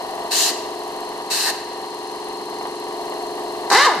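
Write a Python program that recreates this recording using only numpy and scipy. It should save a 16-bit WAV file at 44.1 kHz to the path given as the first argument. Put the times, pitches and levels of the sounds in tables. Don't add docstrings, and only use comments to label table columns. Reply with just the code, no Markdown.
import sys
import numpy as np
from scipy import signal
from scipy.fft import rfft, irfft, next_fast_len
from scipy.io import wavfile
from scipy.ndimage import uniform_filter1d, minimum_filter1d, map_coordinates

SR = 44100
rng = np.random.default_rng(int(sys.argv[2]) if len(sys.argv) > 2 else 0)


def materialize(psi):
    bounded = np.clip(np.atleast_2d(psi).T, -1, 1)
    quanta = np.round(bounded * 32767).astype(np.int16)
    wavfile.write(sys.argv[1], SR, quanta)


N = 176400
OPEN_S, SPIN_S, CLOSE_S = 3.701, 3.7146, 3.859
STROKE_HZ = 23.43


# t/s, f/Hz
VANE_RATE = [(3.712, 157), (3.74, 347), (3.774, 490), (3.8, 546), (3.857, 628), (3.868, 537), (3.902, 373),
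             (4.0, 140)]
def motor():
    rate = curve(VANE_RATE)
    vanes_passed = np.cumsum(rate * (clock() > SPIN_S)) / SR
    return amp(-13) * whir(vane_puffs(rate, vanes_passed)) + exhaust(vanes_passed)


def kick_db(t):
    return 4 * np.exp(-np.abs(t - SPIN_S) / 0.03)


def vane_puffs(rate, vanes_passed, jitter_s=0.00003, sag_db_per_s=18, coast_db_per_s=170):
    t = clock()
    vanes = np.arange(int(vanes_passed[-1]))
    jitter, scatter_db = rng.standard_normal((256, 2))[:len(vanes)].T
    at = np.interp(vanes + 1e-6, vanes_passed[t > SPIN_S], t[t > SPIN_S]) + jitter_s * jitter
    fall_db = sag_db_per_s * (at - SPIN_S) + coast_db_per_s * np.maximum(at - CLOSE_S, 0)
    size = amp(scatter_db + kick_db(at) - fall_db) / np.sqrt(np.interp(at, t, rate))
    taps = (at * SR).astype(int)[:, None] + np.arange(-8, 9)
    pulses = size[:, None] * np.sinc(taps - at[:, None] * SR)
    puffs = np.bincount(taps.ravel(), pulses.ravel(), N)[:N]
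    puffs[int(OPEN_S * SR)] += amp(-35)
    return puffs


# f/Hz, level/dB
WHIR_COLOUR = [(150, -27.5), (340, 1.5), (490, -2), (640, -16.5), (780, 5.5), (1150, -1), (1380, -1),
               (1700, 6), (2080, 12.5), (2400, -12), (3050, 2), (3450, -6), (4000, 4.5), (7000, -30)]
def whir(puffs, build_s=0.041, treble_hz=1350):
    t = clock()
    coloured = early_reflections(resonate(puffs, WHIR_COLOUR))
    pressure = np.clip((t - SPIN_S) / build_s, 0, 1) * np.clip(1 - (t - CLOSE_S) / build_s, 0, 1)
    dull = filtered(coloured, lambda hz: 1 / (1 + (hz / treble_hz) ** 10))
    sound = dull + amp(-24 + 16 * pressure) * (coloured - dull)
    return sound / np.std(sound[(t > SPIN_S) & (t < CLOSE_S)])


# f/Hz, level/dB
EXHAUST_AIR = [(150, -29), (400, -9), (1100, -2), (1800, 1.5), (3500, -16), (3900, 4), (9400, -13),
               (13500, -20.5)]
CLACK_TIMES = [3.7196, 3.728, 3.749, 3.7742]
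def exhaust(vanes_passed, fall_db_per_s=426):
    t = clock()
    opening_db = -8 * (t - OPEN_S) / (SPIN_S - OPEN_S)
    flow_db = np.where(t < SPIN_S, opening_db, kick_db(t)) - fall_db_per_s * np.maximum(t - CLOSE_S, 0)
    flow = (t > OPEN_S) * amp(-20.5 + flow_db - wobble(200))
    clacks = amp(-12) * sum(burst(s, life_s=0.003) for s in CLACK_TIMES)
    chop = 1 + 0.4 * np.cos(2 * np.pi * vanes_passed)
    return (flow + clacks) * chop * rush(EXHAUST_AIR)


# level/dB, fall/(dB/s)
ROTOR_TONES = [(-23.5, 121), (-9.5, 266)]
def coasting(fade_in_s=0.017):
    phase = 2 * np.pi * np.cumsum(curve(VANE_RATE)) / SR
    age = np.maximum(clock() - CLOSE_S, 0)
    tones = sum(amp(db - fall * age) * np.sin(k * phase) for k, (db, fall) in enumerate(ROTOR_TONES, 1))
    return np.minimum(age / fade_in_s, 1) * tones


# start t/s, end t/s, air level/dB, thin hiss level/dB, chuff level/dB
TRIGGER_EASES = [(0.31, 0.504, -19, -17.5, -40), (1.303, 1.504, -19.5, -58, -24)]
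# f/Hz, level/dB
VALVE_AIR = [(250, -42), (600, -18), (900, -13), (1170, -11), (1380, -19), (1750, -6.5), (2350, -17.5),
             (2650, -5.5), (3400, -15), (4050, 1.5), (4850, -4), (5600, -8.5), (9300, -10), (14000, -15.5)]
# f/Hz, level/dB
VALVE_HISS = [(2400, -42), (2800, -5.5), (5400, -3.5), (7200, 2), (8100, -9), (13500, -9.5)]
# f/Hz, level/dB
VALVE_CHUFF = [(120, -45), (300, -38), (800, 7.5), (1400, -10), (1850, 6.5), (2400, -17.5)]
# f/Hz, level/dB
VALVE_THUMP = [(100, -70), (300, 9), (2000, -38)]
def leaks(attack_s=0.014, release_s=0.0061, sag_db_per_s=5.5, chuff_s=0.029, thump_s=0.0085):
    t = clock()
    air, thin, chuff, thump = np.zeros((4, N))
    for start, end, air_db, thin_db, chuff_db in TRIGGER_EASES:
        age = t - start
        flow = np.clip(age / attack_s + 0.31, 0, 1) * np.exp(-np.maximum(t - end, 0) / release_s)
        air += amp(air_db - sag_db_per_s * np.maximum(age, 0)) * flow
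        thin += amp(thin_db) * np.sin(np.pi * np.clip(age / (end - start), 0, 1) ** 1.05)
        chuff += amp(chuff_db) * flow * np.exp(-np.maximum(end - chuff_s - t, 0) / chuff_s)
        thump += amp(-28.5) * np.exp(-((t - end) / thump_s - 1) ** 2)
    hiss = air * rush(VALVE_AIR) + thin * rush(VALVE_HISS)
    return hiss + chuff * rush(VALVE_CHUFF) + thump * rush(VALVE_THUMP)


# f/Hz, level/dB
SHELL_BODY = [(90, -42), (230, -16), (346, -3.5), (427, 0), (480, -16.5), (1300, -60)]
HUM_ORDERS = [12, 15, 17, 18, 19]
HUM_TONES = [-47.5, -36, -42, -36, -42.5]
# t/s, level/dB
HUM_SWELL = [(.1, -5.5), (.6, -1.5), (1.4, -4.5), (3.3, 0)]
def hum():
    sizes = stroke_harmonics(SHELL_BODY)
    sizes = amp(-34.5) * sizes / np.linalg.norm(sizes)
    sizes[HUM_ORDERS] = amp(HUM_TONES)
    return np.linalg.norm(sizes) * repeating(sizes) * amp(curve(HUM_SWELL) + 0.2 * wobble(7.3))


# f/Hz, level/dB
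CLATTER_BODY = [(90, -39), (200, -13.5), (640, -7), (790, -3), (1090, -2.5), (1380, -23), (1900, -12),
                (2400, -28.5), (3000, -17.5), (5000, -41)]
# t/s, relative level/dB
CLATTER_DRIFT = [(0, -30), (2.2, -33), (3.7, -31)]
KNOCK_TIMES = [1.161, 2.611, 2.653, 2.866, 3.115, 3.584]
def clatter(depth_db=6.5, knock_db=5):
    rattle = unit(repeating(stroke_harmonics(CLATTER_BODY)) + 0.65 * rush(CLATTER_BODY))
    stroke_db = depth_db * (0.5 - (STROKE_HZ * clock() - 0.14) % 1)
    hard_db = knock_db * sum(burst(s, life_s=0.018) for s in KNOCK_TIMES)
    return amp(curve(CLATTER_DRIFT) - 1.5 + stroke_db + hard_db + 1.1 * wobble(29.79)) * rattle


def valve_ring(ring_hz=4194, swing_db=6.5):
    t = clock()
    fuzz = 0.3 * rush([(3900, -35), (ring_hz, 0), (4700, -35)])
    tone = np.sqrt(2) * np.sin(2 * np.pi * ring_hz * t) + fuzz
    level_db = -47.5 + swing_db * np.cos(2 * np.pi * STROKE_HZ * t) + 1.8 * wobble(12)
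    return amp(level_db) * tone * amp([[2], [-2]])


# f/Hz, level/dB
TICK_COLOUR = [(4000, -34), (6300, 2), (7600, -27), (9200, 1), (10300, -16), (11100, 10), (12000, -6),
               (13500, -16)]
def valve_tick(at=0.61, width=0.045):
    pulse = np.exp(-((STROKE_HZ * clock() % 1 - at) / width) ** 2 / 2)
    return amp(-38.5 + wobble(15)) * pulse * rush(TICK_COLOUR)


# f/Hz, level/dB
FAN_AIR = [(2400, -13.5), (2800, -3), (3500, -9), (4200, 2.5), (5200, -6.5), (7400, -12), (9200, -9),
           (11300, -11.5), (13500, -23)]
def fan():
    return amp(-40.5) * rush(FAN_AIR) + amp(-55) * rush([(100, -2), (300, 2), (900, -15), (2400, -19)])


MACHINE_ORDERS = [33, 40, 41]
MACHINE_TONES = [-41, -43.5, -41.5]
def second_machine(stroke_hz=23.541):
    phase = 2 * np.pi * stroke_hz * clock()
    return np.sqrt(2) * sum(amp(db) * np.sin(k * phase) for k, db in zip(MACHINE_ORDERS, MACHINE_TONES))


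# f/Hz, level/dB
DRONE_BAND = [(480, -25), (690, 8.5), (1200, -29)]
# t/s, relative level/dB
DRONE_SWELL = [(.3, -36.5), (1.1, -41), (1.6, -56), (2.75, -55), (3.0, -38.5)]
def drone(whine_hz=639):
    whine = np.sin(2 * np.pi * whine_hz * clock() + wobble(10))
    return np.sqrt(2) * amp(curve(DRONE_SWELL)) * (whine / 2 + rush(DRONE_BAND))


def machinery(lead_s=0.00014):
    body = hum() + clatter()
    ring_tick_fan = valve_ring() + valve_tick() + fan()
    body = body + second_machine() + drone()
    body = filtered(body, lambda hz: np.exp(1j * np.pi * hz * lead_s * np.array([[1], [-1]])))
    return body * amp([[0.4], [-0.4]]) + ring_tick_fan


def early_reflections(x, level_db=-5, life_s=0.002):
    spray = rng.standard_normal(SR // 20) * np.exp(-clock()[:SR // 20] / life_s)
    return x + amp(level_db) * signal.fftconvolve(x, spray / np.linalg.norm(spray))[:N]


# f/Hz, t60/s
WORKSHOP_DECAY = [(250, 0.09), (1500, 1), (4500, 0.69), (12000, 0.37)]
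def room(x, wet_db):
    hz, t, noise = signal.stft(rng.standard_normal((2, N)), SR, nperseg=256)
    decay = amp(-60 * t / along(WORKSHOP_DECAY, hz)[:, None])
    tail = spread(signal.istft(noise * decay, SR, nperseg=256)[1][:, :N])[:, :SR]
    return x + amp(wet_db) * signal.fftconvolve(x[:1], tail / np.linalg.norm(tail[0]), axes=1)[:, :N]


# f/Hz, correlation
MIC_LIKENESS = [(500, 0.85), (2200, 0.67), (4500, 0.082)]
def spread(pair):
    turn = lambda hz: np.arccos(np.clip(along(MIC_LIKENESS, hz), -1, 1)) / 2
    mid, side = filtered(pair, lambda hz: np.array([np.cos(turn(hz)), np.sin(turn(hz))]))
    return np.array([mid + side, mid - side])


def rush(spectrum):
    return unit(spread(filtered(rng.standard_normal((2, N)), lambda hz: amp(along(spectrum, hz)))))


def resonate(x, spectrum, size=4096):
    cepstrum = irfft(np.log(amp(along(spectrum, np.fft.rfftfreq(size, 1 / SR)))))
    cepstrum[1:size // 2] *= 2
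    cepstrum[size // 2 + 1:] = 0
    return signal.fftconvolve(x, irfft(np.exp(rfft(cepstrum))))[:N]


def stroke_harmonics(spectrum):
    return amp(along(spectrum, STROKE_HZ * np.arange(1025)))


def repeating(sizes):
    cycle = irfft(sizes * np.exp(2j * np.pi * rng.random(len(sizes))))
    return unit(map_coordinates(cycle, [STROKE_HZ * clock() % 1 * len(cycle)], mode="grid-wrap"))


def burst(s, life_s):
    return (clock() > s) * np.exp(-np.abs(clock() - s) / life_s)


def wobble(rate):
    return map_coordinates(rng.standard_normal(1024), [clock() * rate], mode="wrap")


def filtered(x, response):
    size = next_fast_len(N + SR // 2)
    return irfft(rfft(x, size) * response(np.fft.rfftfreq(size, 1 / SR)), size)[..., :N]


def along(points, hz):
    freqs, values = np.transpose(points)
    return np.interp(np.log(hz + 1), np.log(freqs + 1), values)


def curve(rows):
    return np.interp(clock(), *np.transpose(rows))


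def clock():
    return np.arange(N) / SR


def amp(db):
    return 10 ** (np.asarray(db) / 20)


def unit(x):
    return x / np.sqrt(np.mean(x ** 2) + 1e-20)


def scene():
    return room(leaks(), wet_db=-9) + room(motor() + coasting(), wet_db=-7) + machinery()


# f/Hz, level/dB
LEFT_RESPONSE = [(2500, 0), (8000, 0.5)]
# f/Hz, level/dB
RIGHT_RESPONSE = [(9200, -0.5), (10300, -16), (13500, -12.5)]
def record(dry, ceiling=0.95, hold_s=0.004, top_hz=14100):
    x = filtered(dry, lambda hz: amp([along(LEFT_RESPONSE, hz), along(RIGHT_RESPONSE, hz)]))
    hold = int(hold_s * SR)
    needed_gain = ceiling / np.maximum(np.abs(x).max(0), ceiling)
    gain = uniform_filter1d(minimum_filter1d(needed_gain, hold), hold)
    return filtered(x * gain, lambda hz: hz < top_hz)


dry = scene()
out = record(dry)
materialize(out)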